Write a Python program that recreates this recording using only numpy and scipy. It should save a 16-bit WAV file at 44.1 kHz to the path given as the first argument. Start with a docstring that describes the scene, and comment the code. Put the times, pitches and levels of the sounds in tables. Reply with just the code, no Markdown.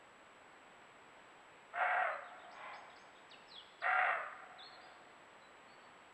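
"""A roe deer barks twice, hoarsely, across a wooded hillside at dusk; between the barks a second deer
answers from far off. Each bark is rough vocal-fold pulses and breath ringing in the throat. Trees
scatter the barks on their way to the microphone and the slope rolls them back. Songbirds chirp over a
soft wash of distant air, and the trail camera adds its own hiss and thin electronic whine."""
import sys
import numpy as np
from scipy import signal
from scipy.fft import rfft, irfft
from scipy.io import wavfile
from scipy.ndimage import uniform_filter1d

SR = 44100
rng = np.random.default_rng(int(sys.argv[2]) if len(sys.argv) > 2 else 0)


def store_wav(level_fs):
    """Save 16-bit WAV to argv[1]."""
    pcm = np.round(np.clip(np.atleast_2d(level_fs), -1, 1) * 32767)
    wavfile.write(sys.argv[1], SR, pcm.T.astype(np.int16))


N = 270685
TIME = np.arange(N) / SR

# Spectrum of the distant air: frequency_hz, relative_density_db
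AIR_SPECTRUM = [(20, -18), (60, -16), (120, -11), (220, -7.5), (420, -4), (600, -2.5), (900, -2),
                (1500, -4.5), (2100, -7), (3100, -13), (4000, -21), (5000, -29), (6200, -38), (8500, -57)]
AIR_DB, HISS_DB, WHINE_DB = -60.5, -87, -79
WHINE_HZ, FRAME_HZ, FRAME_START_S = 7796.2, 59.52, .0115

# The near deer's barks, then the far answer; pitch_hz is the folds' pitch before the mouth scales it:
# start_s, attack_s, hold_s, release_s, level_db, open_hz, rasp_db, pitch_hz, breath_share, shudder_db
NEAR_BARKS = [(1.724, .092, .176, .275, -34.5, 723.6, -0.25, 240.5, 0.51, 1.7),
              (3.812, .052, .18, .315, -34, 739.9, 4, 190.4, 0.56, 2.5)]
FAR_ANSWER = (2.5, 0.14, 0.08, 0.11, -50.5, 734.5, -3, 330, 0.6, 0.1)
# Throat resonances for each bark, mouth wide open: centre_hz, width_hz, gain_db
FIRST_THROAT = [(564, 58, -19), (717.4, 41, -0.5), (856, 125, -13.5), (1163, 45, -8.5), (1420, 136, -5),
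                (1530, 140, -5), (1900, 230, -9.5), (2140, 150, -12), (2640, 200, -21), (2760, 96, -28.5),
                (3210, 230, -33)]
SECOND_THROAT = [(567, 53, -17), (723.2, 57, -3), (879, 66, -17), (1263, 150, -2.5), (1358, 54, 3.5),
                 (1602, 255, -4), (1910, 263, -3.5), (2076, 210, -11.5), (2530, 110, -16.5),
                 (2740, 45, -10.5), (3290, 200, -27.5)]
FAR_THROAT = [(680, 130, -5.5), (877, 150, -0.5), (1020, 130, 3), (1360, 270, -9.5), (1660, 120, -8),
              (2026, 330, -7), (2310, 210, -9), (3200, 160, -19), (3500, 200, -24)]
# Hard slaps of the vocal folds: peak_s, boost_db, length_s
FOLD_SLAPS = [(1.824, 2, 0.0069), (2.073, 5.5, 0.0039), (3.998, 5.5, 0.012), (4.053, 2.5, 0.0027),
              (4.101, 2.5, 0.0145)]
OPEN_HZ = 722.5  # main low resonance of the open mouth; a bark's open_hz tunes the voice against it
ATTACK_CURVE, FADE_DB, FADE_CURVE = 1.04, -28.5, 1.64  # effort builds almost evenly, dies ever faster
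AJAR, OPENING_S = .6, .034  # the mouth starts this far shut and opens quickly
SHUT_DROP = .235  # share by which a shut mouth lowers the pitch and the main low resonance
SHUT_RASP_DB = 4  # the shutting mouth muffles the hollow body, so the rasp gains

# Decay among the trees and along the slope: frequency_hz, t60_s
TREE_DECAY = [(500, 0.36), (1500, 0.67), (3000, 0.25), (6000, 0.42)]
SLOPE_DECAY = [(400, 2.0), (720, 3.17), (1400, 2.7), (2500, 1.9), (4200, 1.3), (7000, 1.63)]

# Clear whistles; all bird levels are before the path to the microphone:
# start_s, glide_s, hold_s, level_db, start_hz, end_hz, sag_hz, buzz_share, warble_hz
CLEAR_WHISTLES = [(2.112, .03, 0.0078, -70, 4010, 4070, 2, .008, 0),
                  (3.295, 0.055, 0.0032, -56.5, 6200, 2534, 762, 0.033, 2),
                  (3.467, .134, 0.023, -54.5, 5850, 3023, 432.5, .026, 123),
                  (3.803, 0.036, 0.0023, -55.5, 5450, 3055, 78.5, .028, 0.5),
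                  (4.58, 0.059, .05, -54.5, 4350, 4290, 880, .002, 0),
                  (4.71, 0.058, 0.0048, -65.5, 4800, 4260, 381, .004, 0),
                  (4.808, 0.056, 0, -67.5, 4620, 4920, 2, .005, 23),
                  (5.411, .04, 0.023, -70.5, 4070, 3960, 1, 0.011, -2),
                  (5.676, .035, 0.046, -72, 4280, 4470, 1, 0.018, 0),
                  (5.793, 0.027, .05, -77.5, 4460, 4470, 0, .008, 2)]
# A twittering bird's scooped notes, each with a falling flick: start_s, depth_hz, scoop_db, flick_db
TWITTER_NOTES = [(2.235, 380, -71.5, -67), (2.387, 523, -68.5, -65), (2.555, 580, -69, -67.5),
                 (2.725, 654, -68.5, -72), (2.898, 798, -65.5, -83.5), (3.152, 720, -68, -80)]
SCOOP = dict(glide_s=.043, hold_s=0, start_hz=4000, end_hz=4050, buzz=.014)
FLICK = dict(glide_s=.033, hold_s=0, start_hz=3950, end_hz=2820, sag_hz=60, buzz=.01)
# A third bird's buzzy upward zee, leaping to a thin, high tsee: start_s, zee_db, tsee_db
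ZEE_NOTES = [(2.504, -67, -79), (2.731, -64.5, -78), (2.956, -66, -76)]
ZEE = dict(glide_s=.042, hold_s=.004, start_hz=4440, end_hz=5080, sag_hz=-61, buzz=.075)
TSEE = dict(glide_s=.033, hold_s=.021, start_hz=6000, end_hz=6500, sag_hz=-120, buzz=.028)
FLICK_AFTER_S, TSEE_AFTER_S, WARBLE_RATE_HZ = .04, .029, 23.14
HELD_BUZZ = .27  # share of the buzz left once a note holds its pitch
THIN_HZ, THIN_DB_PER_OCTAVE = 4060, -30.5  # within a note, the parts above this pitch are weaker


def gain_of(db):
    """Decibels to amplitude."""
    return 10 ** (np.asarray(db) / 20)


def unit_rms(x):
    """Scales to rms 1."""
    return x / np.sqrt(np.mean(x ** 2) + 1e-20)


def steadied(x, span_s):
    """Holds the mean power over span_s at 1; faster roughness stays."""
    return x / np.sqrt(abs(uniform_filter1d(x ** 2, round(span_s * SR))) + 1e-20)


def curve_at(points, hz):
    """Reads a table along a log-frequency axis."""
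    point_hz, value = np.transpose(points)
    return np.interp(np.log(hz + 1), np.log(point_hz + 1), value)


def add(mix, start_s, sound):
    """Lays a sound into the mix at start_s."""
    part = mix[round(start_s * SR):][:len(sound)]
    part += sound[:len(part)]


def wander(count, hz):
    """Random drift of rms about 1, rolling off above hz."""
    lowpass = np.exp(-(np.fft.rfftfreq(N, 1 / SR) / hz) ** 2)
    return unit_rms(irfft(rfft(rng.standard_normal(N)) * lowpass, N))[:count]


def distant_air():
    """The even wash of trees and water far from the microphone, barely swelling."""
    spectrum = gain_of(curve_at(AIR_SPECTRUM, np.fft.rfftfreq(N, 1 / SR)))
    wash = irfft(rfft(rng.standard_normal(N)) * spectrum, N)
    return gain_of(AIR_DB) * unit_rms(wash) * gain_of(.43 * wander(N, hz=2.4))


def camera_whine():
    """Right at the microphone, the camera's electronic tone flips sign with every picture frame."""
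    flip = np.sign(np.sin(np.pi * FRAME_HZ * (TIME - FRAME_START_S)))
    tone = flip * np.sin(2 * np.pi * WHINE_HZ * TIME)
    whine = signal.sosfilt(signal.butter(3, 4500, fs=SR, output="sos"), tone)
    return gain_of(WHINE_DB) * unit_rms(whine)


def throat_resonance(x, hz, width_hz):
    """A steep resonance of gain 1 that follows the curve hz."""
    carrier = np.exp(2j * np.pi * np.cumsum(hz) / SR)
    pole = np.exp(-np.pi * width_hz / SR)
    ringing = signal.lfilter([(1 - pole) ** 2], [1, -2 * pole, pole * pole], x / carrier)
    return 2 * (carrier * ringing).real


def bark(row, throat, jitter):
    """Chaotic fold pulses and puffs of air pass a throat whose resonances sink as the mouth shuts."""
    start_s, attack_s, hold_s, release_s, level_db, open_hz, rasp_db, pitch_hz, breath, shudder_db = row
    t = np.arange(0, attack_s + hold_s + release_s, 1 / SR)
    closing = np.clip((t - attack_s - hold_s) / release_s, 0, 1)
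    rise = np.minimum(t / attack_s, 1) ** ATTACK_CURVE
    effort = rise * gain_of(level_db + FADE_DB * closing ** FADE_CURVE)
    shut = AJAR * np.exp(-t / OPENING_S) + np.sin(np.pi / 2 * closing) ** 1.3
    tuning = open_hz / OPEN_HZ * (1 - SHUT_DROP * shut)
    cycles = np.cumsum(pitch_hz * tuning * np.exp(jitter * wander(len(t), hz=150))) / SR
    pulses = np.diff(np.floor(cycles), prepend=0)
    puffs = (.66 + np.exp(-(cycles % 1) / .32)) * rng.standard_normal(len(t))
    drive = (1 - breath) * unit_rms(pulses) + breath * unit_rms(puffs)
    # the mouth moves the low resonances most
    modes = [gain_of(db) * throat_resonance(drive, hz * tuning ** ((OPEN_HZ / hz) ** .71), width_hz)
             for hz, width_hz, db in throat]
    # even lung pressure holds the level of the hollow body and of the shuddering rasp
    body = steadied(sum(modes[:3]), span_s=.025)
    shudder = gain_of(shudder_db * wander(len(t), hz=110))
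    rasp = steadied(sum(modes[3:]) * shudder, span_s=.03)
    balance = gain_of(rasp_db + SHUT_RASP_DB * shut)
    voice = (body + balance * rasp) / np.sqrt(1 + balance ** 2)
    voice = signal.sosfilt(signal.butter(7, [488, 3900], "band", fs=SR, output="sos"), voice)
    slap_db = sum(db * np.exp(-(2 * (start_s + t - peak_s) / length_s) ** 2)
                  for peak_s, db, length_s in FOLD_SLAPS)
    return start_s, effort * gain_of(slap_db) * unit_rms(voice) * signal.windows.tukey(len(t), .03)


def deer():
    """Two barks from the near animal; between them the far answer, which lingers among the trees."""
    near, far = np.zeros((2, N))
    for row, throat in zip(NEAR_BARKS, [FIRST_THROAT, SECOND_THROAT]):
        add(near, *bark(row, throat, jitter=.26))
    add(far, *bark(FAR_ANSWER, FAR_THROAT, jitter=.3))
    lingering = scatter(far, [(1000, 1)], build_s=.06)  # t60 of 1 s in every band
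    return near + far + gain_of(-7.5) * lingering


def scatter(x, decay, build_s):
    """Sparse echoes off the hillside gather over build_s, each band dying at its own speed."""
    echoes = rng.choice([-1, 1], 2 * SR) * (rng.random(2 * SR) < 2000 / SR)  # about 2000 a second
    hz, t, bands = signal.stft(echoes, SR, nperseg=256)
    fall_db = -60 * t / curve_at(decay, hz)[:, None]
    gathering = 1 - np.exp(-t / build_s)
    _, tail = signal.istft(bands * gain_of(fall_db) * gathering, SR, nperseg=256)
    return signal.fftconvolve(x, tail / np.linalg.norm(tail))[:N]


def bird_note(level_db, glide_s, hold_s, start_hz, end_hz, sag_hz, buzz, warble_hz=0):
    """A whistle glides along a curve to a pitch held for hold_s, with a little buzz and flutter."""
    t = np.arange(0, glide_s + hold_s, 1 / SR)
    glide = np.minimum(t / glide_s, 1)
    warble = warble_hz * np.sin(2 * np.pi * WARBLE_RATE_HZ * t)
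    hz = start_hz + (end_hz - start_hz) * glide - sag_hz * np.sin(np.pi * glide) - warble
    thin_db = THIN_DB_PER_OCTAVE * np.log2(np.maximum(hz / THIN_HZ, 1))
    buzz_depth = buzz * (1 - (1 - HELD_BUZZ) * glide ** 2)
    hz = hz * (1 + buzz_depth * wander(len(t), hz=280))
    flutter_db = 2.2 * wander(len(t), hz=130)
    swell = signal.windows.tukey(len(t), .3) * gain_of(thin_db + flutter_db)
    return gain_of(level_db) * unit_rms(swell * np.sin(2 * np.pi * np.cumsum(hz) / SR))


def songbirds():
    """Birds in the wood: clear whistles, a quick twitter and three buzzy upward notes."""
    song = np.zeros(N)
    for start_s, glide_s, hold_s, level_db, *pitch in CLEAR_WHISTLES:
        add(song, start_s, bird_note(level_db, glide_s, hold_s, *pitch))
    for start_s, depth_hz, scoop_db, flick_db in TWITTER_NOTES:
        add(song, start_s, bird_note(scoop_db, sag_hz=depth_hz, **SCOOP))
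        add(song, start_s + FLICK_AFTER_S, bird_note(flick_db, **FLICK))
    for start_s, zee_db, tsee_db in ZEE_NOTES:
        add(song, start_s, bird_note(zee_db, **ZEE))
        add(song, start_s + TSEE_AFTER_S, bird_note(tsee_db, **TSEE))
    return song


def valley_echo(x, delay_s, cutoff_hz):
    """The wood across the valley returns a late, dull, smeared copy."""
    smeared = scatter(x, TREE_DECAY, build_s=.03)
    echo = np.zeros(N)
    add(echo, delay_s, signal.sosfilt(signal.butter(4, cutoff_hz, fs=SR, output="sos"), smeared))
    return echo


def scene():
    """At one microphone on the hillside: deer and birds, direct and scattered, over the distant air."""
    barks, song = deer(), songbirds()
    bark_echoes = gain_of(-20.5) * scatter(barks, SLOPE_DECAY, build_s=.11)
    bark_echoes += gain_of(-26) * valley_echo(barks, delay_s=.69, cutoff_hz=880)
    bark_echoes += gain_of(-10.5) * scatter(barks, TREE_DECAY, build_s=.0043)
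    song_echoes = gain_of(-8) * scatter(song, TREE_DECAY, build_s=.005)
    song_echoes += gain_of(-9.5) * scatter(song, SLOPE_DECAY, build_s=.029)
    return (barks + bark_echoes + gain_of(-3.5) * song + song_echoes + distant_air())[None]


def record(dry):
    """The trail camera adds its whine and hiss, then cuts the treble above 12 kHz."""
    hiss = gain_of(HISS_DB) * rng.standard_normal(N)
    lowpass = signal.firwin(511, 12000, window=("kaiser", 9), fs=SR)
    return signal.oaconvolve(dry + camera_whine() + hiss, lowpass[None], "same")


dry = scene()
out = record(dry)
store_wav(out)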